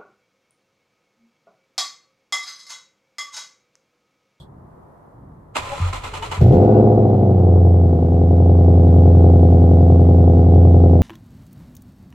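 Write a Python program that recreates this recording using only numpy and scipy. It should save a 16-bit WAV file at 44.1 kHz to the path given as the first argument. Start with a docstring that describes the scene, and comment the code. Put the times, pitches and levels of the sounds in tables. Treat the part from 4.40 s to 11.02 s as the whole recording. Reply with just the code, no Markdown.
"""A faint metallic ring dies away over distant traffic; then a V8 car starts cold, heard from the ground
just behind its two tailpipes. The starter clashes into the ring gear and grinds against each compression;
low thumps puff through the pipes, then the cylinders catch, flare and settle to a fast idle.
Pulses timed by the crank drive pipe and silencer resonances; shaped noise gives gas, gears and traffic."""
import sys
import numpy as np
from scipy import signal
from scipy.fft import rfft, irfft
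from scipy.io import wavfile
from scipy.ndimage import uniform_filter1d, minimum_filter1d

SR = 44100
rng = np.random.default_rng(int(sys.argv[2]) if len(sys.argv) > 2 else 0)


def wrap_up_sound(samples):
    """Save the sound to the file named by the first command line argument, as 16-bit audio."""
    columns = np.atleast_2d(samples).T
    # keep every value between -1 and 1, then stretch to whole-number steps
    tamed = np.clip(columns, -1, 1)
    steps = np.round(tamed * 32767).astype(np.int16)
    wavfile.write(sys.argv[1], SR, steps)


N = 291942

# Levels in the tables are relative.
# road noise spectrum: (frequency [Hz], level [dB])
TRAFFIC_SPECTRUM = [(15, -37.5), (25, -11.5), (49, -6), (137, 0), (240, -10), (388, -11), (520, -13),
                    (959, -14), (1290, -21.5), (1510, -29.5), (1870, -33), (2500, -49), (5410, -54.5),
                    (13000, -52), (14500, -58)]
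TRAFFIC_DB = -44.5

# low thumps in the pipes: puffs while cranking, then the first bang of the catch: (time [s], level [dB])
THUMPS = [(1.179, -40.5), (1.32, -49), (1.401, -19.5), (1.52, -35), (1.616, -37), (1.711, -36),
          (1.799, -42.5), (1.889, -37), (1.976, -19), (2.014, -8.5)]

# gear rattle spectrum: (frequency [Hz], level [dB])
GEAR_SPECTRUM = [(150, -50), (250, -10), (431, -9.5), (502, -4.5), (556, -5), (647, -8), (1010, -5.5),
                 (1340, -2.5), (1570, -16.5), (2440, -8.5), (5510, -25), (7600, -21), (14500, -46)]
# starter housing modes: (frequency [Hz], width [Hz], level [dB])
HOUSING_MODES = [(530, 130, -13), (864, 390, -1.5), (2103, 18, 1.5), (2340, 210, -16.5), (2900, 24, -8),
                 (3250, 160, -15), (4145, 45, -5.5), (5690, 41, -20), (7480, 89, -13.5)]
# other tones that sing briefly in the starter: (time [s], pitch [Hz], level [dB], length [s])
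WHINES = [(1.324, 562, -36, 0.058), (1.338, 822, -35.5, 0.029), (1.442, 1227, -37, 0.031),
          (1.87, 427, -41.5, 0.18), (1.967, 990, -33.5, 0.02), (2.295, 2730, -61.5, 0.15),
          (2.33, 1475, -49, 0.13)]
# compression strokes loading the starter: (time [s], grind level [dB], gear ring level [dB])
STROKES = [(1.53, -36, -52), (1.639, -37, -39), (1.739, -37, -28.5), (1.826, -37, -27), (1.916, -35.5, -27)]
# gear tones struck at the start of each stroke: (pitch [Hz], level [dB])
GEAR_RINGS = [(900, -1.5), (2950, -10.5)]
GEAR_RING_LAG_S, GEAR_RING_S = 0.0093, 0.012
MESH_HZ, MESH_DB = 1014, 2  # whine of the tooth mesh, mean level over the load
# the pinion touches, clashes in, then grinds evenly until the regular compression strokes begin
TOUCH_S, TOUCH_DB = 1.158, -29
CLASH_S, CLASH_DB, CLASH_RISE_S, CLASH_FALL_DB_S = 1.168, -26.5, 0.012, 333
EVEN_END_S, EVEN_DB = 1.49, -40.5
BETWEEN_DB = -47.5  # grind between the strokes
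STROKE_RISE_S, STROKE_HOLD_S = 0.014, 0.042
STROKE_SAG_DB_S, STROKE_FALL_DB_S, LAST_FALL_DB_S = 66, 249, 132
RUN_DOWN_S, RUN_DOWN_DB, RUN_DOWN_FALL_DB_S = 2.05, -54.5, 30  # the freed motor coasts to rest

# cylinders in firing order: (gas charge [dB], snap [dB], travel time to the tailpipe [ms],
# left pipe share [0-1], hiss [dB])
CYLINDERS = [(2.2, -4.5, 2.4, 0, -6), (5, -1, 2.8, 0, -0.5), (4.5, -3, 6.09, 0, -3.5),
             (4.5, -12.5, 1.43, 0.8, -3), (-10, 1, 4.27, 0.4, -2), (5.5, -8.5, 5.15, 1, 1.5),
             (4.5, -2.5, 2.04, 1, -4), (-0.5, -6.5, 0.17, 0.3, -2.5)]
# engine speed as it catches, flares, sags and hunts about its idle: (time [s], firing rate [Hz])
SPEED = [(1.99, 51), (2.09, 66), (2.145, 88), (2.195, 101), (2.26, 106.5), (2.55, 107), (2.65, 104.4),
         (2.75, 99.5), (2.85, 96.7), (3.05, 88.8), (3.3, 87.2), (3.45, 85.2), (3.55, 82.8), (3.7, 84.7),
         (4.1, 86.1), (4.45, 85.2), (4.7, 85.9), (5.1, 84.9), (5.75, 85.2), (5.95, 84.7), (6.15, 86.3),
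         (6.55, 84.6)]
# level of the engine as heard, including the recorder's gain recovering: (time [s], level [dB])
ENGINE_LEVEL = [(2.004, -35), (2.013, -6.5), (2.2, -11.5), (2.3, -10.5), (2.5, -14.5), (3.1, -13.5),
                (3.6, -13.5), (4.6, -9.5), (6.6, -10)]
# long pipe modes: (frequency [Hz], width [Hz], level [dB])
BOOM_MODES = [(47.6, 7.9, -19.5), (88.37, 6.78, -5), (120.2, 12.4, -1.5), (145.7, 39, -11.5),
              (252.9, 16.9, -20), (193.5, 18, -22.5)]
# mid-pipe modes that the flare drives: (frequency [Hz], width [Hz], level [dB])
BELLOW_MODES = [(168.6, 70, 1), (213, 42, 0)]
# silencer modes: (frequency [Hz], width [Hz], level [dB])
SNAP_MODES = [(118, 76, -8), (347.3, 98, -4), (509.4, 40, -5.5), (563.4, 29, -14.5), (601.4, 7.7, -10.5),
              (672.5, 50.7, -8), (741, 93, -8), (827, 124, -15.5)]
# gas jet spectrum: (frequency [Hz], level [dB])
GAS_SPECTRUM = [(880, -31), (1500, 2.5), (1570, -12.5), (1980, -4), (2190, -8), (3270, -8.5), (8050, -21.5),
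                (9190, -31), (12800, -20.5), (14500, -23.5)]
# turbulent roar spectrum: (frequency [Hz], level [dB])
RASP_SPECTRUM = [(76, -29.5), (130, -4), (210, -7.5), (241, -15.5), (354, -9), (506, -11), (562, -12.5),
                 (709, -7), (1300, -49), (1690, -78.5), (2860, -120)]
CYCLE_START_S = 4.6025  # a firing of the first cylinder in the table
IDLE_S = 4.6, 6.5  # span over which engine levels are set
CATCH_BOOM_DB, CATCH_S = 4.5, 0.26  # the first charges are rich and even, and boom harder
BELLOW_DB = -5.5  # before the flare scales it
# snap and hiss follow the engine level; the rich flare after the catch adds to both, then dies away
SNAP_DB, FLARE_SNAP_DB, FLARE_PEAK_S = -8.5, 10, 0.33
HISS_DB, FLARE_HISS_DB, FLARE_HISS_S = -44, 10, 0.36
SNAP_BUILD_S = 0.02  # the silencers fill over the first firings

TOP_HZ = 14500


def undb(db):
    """Decibels to amplitude ratio."""
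    return 10 ** (np.asarray(db) / 20)


def level(x, db, t0_s, t1_s):
    """Scale so that the span t0_s-t1_s has this rms level."""
    span = x[..., int(t0_s * SR):int(t1_s * SR)]
    return x * undb(db) / np.sqrt(np.mean(span ** 2))


def ring(x, modes):
    """Sum of resonances, neighbours in opposite phase."""
    total = 0
    for k, (hz, width_hz, db) in enumerate(modes):
        b, a = signal.iirpeak(hz, hz / width_hz, SR)
        total = total + (-1) ** k * undb(db) * signal.lfilter(b, a, x)
    return total


def ring_twice(x, modes):
    """Sum of resonances, each passed twice so that it swells before it decays."""
    return sum(ring(ring(x, [mode]), [mode]) for mode in modes)


def colour(x, points):
    """Shape a noise by (Hz, dB) points, joined on a log frequency axis."""
    hz, db = np.transpose(points)
    f_hz = np.maximum(np.arange(N // 2 + 1) * SR / N, 1)
    return irfft(rfft(x) * undb(np.interp(np.log(f_hz), np.log(hz), db)), N)


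def clicks(at_s, size):
    """Pulses at times at_s, each shared between two samples."""
    at = np.clip(np.asarray(at_s) * SR, 0, N - 2)
    i = at.astype(int)
    return np.bincount(i, size * (1 + i - at), N) + np.bincount(i + 1, size * (at - i), N)


def wide(like):
    """Two-channel noise with likeness 0-1."""
    mid, side = rng.standard_normal((2, N))
    return np.sqrt(like) * mid + np.sqrt(1 - like) * side * np.array([[1], [-1]])


def walk(rate_hz):
    """Random levels, one per 1 / rate_hz, slewed from each to the next."""
    k = int(SR / rate_hz)
    steps = np.repeat(rng.standard_normal(N // k + 1), k)
    return uniform_filter1d(steps, k)[:N]


def fade(x, seconds):
    """Let every pulse die away with this time constant."""
    return signal.lfilter([1], [1, -np.exp(-1 / (seconds * SR))], x)


def muffle(x, hz):
    """Steep low-pass."""
    return signal.sosfilt(signal.butter(4, hz, fs=SR, output="sos"), x)


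def blow(t, at_s, db, rise_s, fall_db_s):
    """Gain that climbs 30 dB in rise_s up to the moment at_s, then falls evenly in dB."""
    return undb(db + np.minimum(30 * (t - at_s) / rise_s, -fall_db_s * (t - at_s)))


def underbody(x, t60_s, db):
    """Dense short echoes between ground, car floor and walls."""
    t = np.arange(int(t60_s * SR)) / SR
    tail = rng.standard_normal(len(t)) * np.exp(-np.log(1000) * t / t60_s) * (t > 0.002)
    tail /= np.sqrt(np.sum(tail ** 2))
    return x + undb(db) * signal.fftconvolve(x, [tail])[:, :N]


def traffic():
    """Distant road noise that swells slowly; the bass is the same left and right."""
    bass = muffle(rng.standard_normal(N), 300)
    rest = signal.sosfilt(signal.butter(2, 300, "high", fs=SR, output="sos"), wide(0.54))
    swelling = bass * undb(3.7 * walk(5.4)) + rest * undb(2.0 + 0.8 * walk(4.4))
    return level(colour(swelling, TRAFFIC_SPECTRUM), TRAFFIC_DB, 0, 1)


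def chirp():
    """A faint metallic ring, noise through resonances, dies away as the scene opens."""
    t = np.arange(N) / SR
    tone = ring(wide(0.6), [(3340, 120, 4.5), (4230, 970, -10), (8050, 900, -15), (12000, 2200, -23)])
    return level(tone, -53.5, 0, 1) * np.exp(-(t / 0.042) ** 2)


def thumps():
    """Each thump swells in the lowest pipe modes and dies away; the cranking block shudders."""
    at_s, db = np.transpose(THUMPS)
    t = np.arange(N) / SR
    low_modes = [(41.5, 5.9, -5.0), (89.0, 10.1, -0.5), (126, 36, -11.5)]
    swell = ring_twice(clicks(at_s, undb(db)), low_modes)
    shudder = level(muffle(rng.standard_normal(N), 138), -41, 0, 6) * (t > 1.17) * (t < 2.02)
    return swell * undb(72.5) + shudder


def cranking_load(t):
    """Gain from the even grind, the compression strokes and the run-down, whichever is loudest."""
    even_db = np.clip(EVEN_DB - STROKE_FALL_DB_S * (t - EVEN_END_S), BETWEEN_DB, EVEN_DB)
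    turning = (t > CLASH_S) * (t < STROKES[-1][0]) * undb(even_db)
    for k, (at_s, db, _) in enumerate(STROKES):
        fall_db_s = STROKE_FALL_DB_S if k < len(STROKES) - 1 else LAST_FALL_DB_S
        release = undb(-fall_db_s * np.maximum(t - at_s - STROKE_HOLD_S, 0))
        stroke = blow(t, at_s, db, STROKE_RISE_S, STROKE_SAG_DB_S) * release
        turning = np.maximum(turning, stroke)
    return np.maximum(turning, blow(t, RUN_DOWN_S, RUN_DOWN_DB, 0.05, RUN_DOWN_FALL_DB_S))


def starter_tones(t, turning):
    """The tooth mesh whines with the load; short wavering tones sing and ring beside it."""
    waver, wobble_rad = undb(4.7 * walk(64.76)), 0.56 * walk(50)
    mesh_gain = undb(MESH_DB + 2.15 * walk(25)) * turning
    tones = mesh_gain * np.sin(2 * np.pi * MESH_HZ * t + 2.0 * walk(40))
    rings = [(at_s + GEAR_RING_LAG_S, hz, db + more_db, GEAR_RING_S)
             for at_s, _, db in STROKES for hz, more_db in GEAR_RINGS]
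    for at_s, hz, db, length_s in WHINES + rings:
        swell = undb(db) * np.exp(-((t - at_s) / length_s) ** 4)
        tones = tones + swell * waver * np.sin(2 * np.pi * hz * t + wobble_rad)
    return tones * undb([[1.5], [-2.5]])


def starter():
    """Gear teeth rattle unevenly in the housing; the load of each compression stroke sets the level."""
    t = np.arange(N) / SR
    turning = cranking_load(t)
    touch = blow(t, TOUCH_S, TOUCH_DB, 0.012, CLASH_FALL_DB_S)
    clash = blow(t, CLASH_S, CLASH_DB, CLASH_RISE_S, CLASH_FALL_DB_S)
    load = np.maximum(np.maximum(clash, turning), touch)
    uneven = undb(1.4 * walk(500))
    teeth = level(colour(wide(0.63) * uneven, GEAR_SPECTRUM), 6.05, 1.5, 3.4) * undb([[-1.1], [1.1]])
    housing = level(ring(wide(0.66) * uneven, HOUSING_MODES), 1.7, 1.2, 2)
    return (teeth + housing) * load + starter_tones(t, turning)


def pipe_boom(charges, flare):
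    """Gas charges ring the long pipes; the flare drives mid-pipe modes; noise rumbles below."""
    boom = level(muffle(ring(charges, BOOM_MODES), 400), 1.2, *IDLE_S)
    bellow = flare * level(ring_twice(charges, BELLOW_MODES), BELLOW_DB, *IDLE_S)
    # loose gas and panels shake below the firing note
    rumble = level(muffle(rng.standard_normal(N), 67), -34.5, *IDLE_S)
    return boom - bellow + rumble


def silencer_snap(t, arrive_s, crack, share):
    """Pressure fronts ring the silencers of the two pipes and echo under the car."""
    left, right = (muffle(ring(clicks(arrive_s, crack * w), SNAP_MODES), 850) for w in (share, 1 - share))
    # each channel hears the far pipe softer; the left is louder and hears 0.18 ms later
    late = np.interp(t - 0.00018, t, left + 0.64 * right)
    snap = underbody(np.array([undb(3.0) * late, right + 0.93 * left]), 0.11, -5.5)
    return level(snap, 0, *IDLE_S)


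def lip_flutter(arrive_s, crack):
    """Each snap also flutters the tailpipe lips: noise bursts through resonances."""
    bursts = wide(0.5) * (0.074 + fade(clicks(arrive_s + 0.0011, crack), 0.0036))
    lips = ring(bursts, [(1090, 170, 1.5), (1286, 280, -1.5), (1430, 69, -4)])
    return level(muffle(lips, 1550), -33, *IDLE_S) * undb([[1.5], [-1.5]])


def gas_hiss(jet):
    """A jet of gas hisses out after each firing over a steady flow."""
    gas = colour(wide(0.5) * (0.8 + jet), GAS_SPECTRUM) * undb([[-1.2], [1.2]])
    return level(gas, 0, *IDLE_S)


def silencer_rasp(jet, firing_hz):
    """Turbulence in the silencers grows with engine speed."""
    rasp = level(colour(wide(0.94) * (0.6 + jet), RASP_SPECTRUM), -14, *IDLE_S)
    return rasp * undb(0.2 * (firing_hz - 85))


def engine():
    """Each firing booms in the long pipes, snaps in the silencers and lets a jet of gas hiss out."""
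    t = np.arange(N) / SR
    start_s = SPEED[0][0]
    firing_hz = np.interp(t, *np.transpose(SPEED))
    engine_db = np.interp(t, *np.transpose(ENGINE_LEVEL))

    since_s = np.maximum(t - start_s, 0)
    catch = np.exp(-(since_s / CATCH_S) ** 4)
    flare = since_s / FLARE_PEAK_S * np.exp(1 - since_s / FLARE_PEAK_S)
    boom_db = engine_db + CATCH_BOOM_DB * catch
    snap_db = engine_db + SNAP_DB + FLARE_SNAP_DB * flare - 12 * np.exp(-since_s / SNAP_BUILD_S)
    hiss_gain_db = engine_db + HISS_DB + FLARE_HISS_DB * np.exp(-(since_s / FLARE_HISS_S) ** 2)

    # a cylinder fires at each whole count of the integrated firing rate
    firings = np.cumsum(firing_hz) / SR
    firings -= np.interp(CYCLE_START_S, t, firings)
    count = np.arange(np.ceil(np.interp(start_s, t, firings)), firings[-1])
    fired_s = np.interp(count, firings, t)
    cylinder = count.astype(int) % len(CYLINDERS)
    charge_db, crack_db, travel_ms, share, hiss_db = np.array(CYLINDERS)[cylinder].T
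    chance = rng.standard_normal((len(count), 3)).T

    even_charge_db = charge_db * (1 - np.interp(fired_s, t, catch))
    charges = clicks(fired_s + 0.00979, undb(even_charge_db + 0.5 * chance[0]))
    arrive_s = fired_s + travel_ms / 1000 + 0.00008 * chance[1]
    crack = undb(crack_db + 1.5 * chance[2])
    jet = fade(clicks(fired_s + 0.009, undb(hiss_db + 1.8 * chance[0])), 0.002)

    snap = silencer_snap(t, arrive_s, crack, share)
    lips = lip_flutter(arrive_s, crack)
    hiss = gas_hiss(jet)
    rasp = silencer_rasp(jet, firing_hz)
    boom = pipe_boom(charges, flare)
    exhaust = undb(boom_db) * boom + undb(snap_db) * (snap + rasp + lips) + undb(hiss_gain_db) * hiss
    return (t > start_s) * exhaust


def scene():
    """Sum of all sources."""
    return engine() + starter() + thumps() + traffic() + chirp()


def record(dry):
    """A limiter holds the loudest peaks down and the top is cut."""
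    peak = -minimum_filter1d(-np.abs(dry).max(axis=0), size=1200)
    gain = np.minimum(1, 0.96 / peak)
    gain = uniform_filter1d(uniform_filter1d(gain, size=590), size=590)
    top_cut = signal.ellip(12, 0.2, 70, TOP_HZ, fs=SR, output="sos")
    return signal.sosfilt(top_cut, dry * gain)


dry = scene()
out = record(dry)
wrap_up_sound(out)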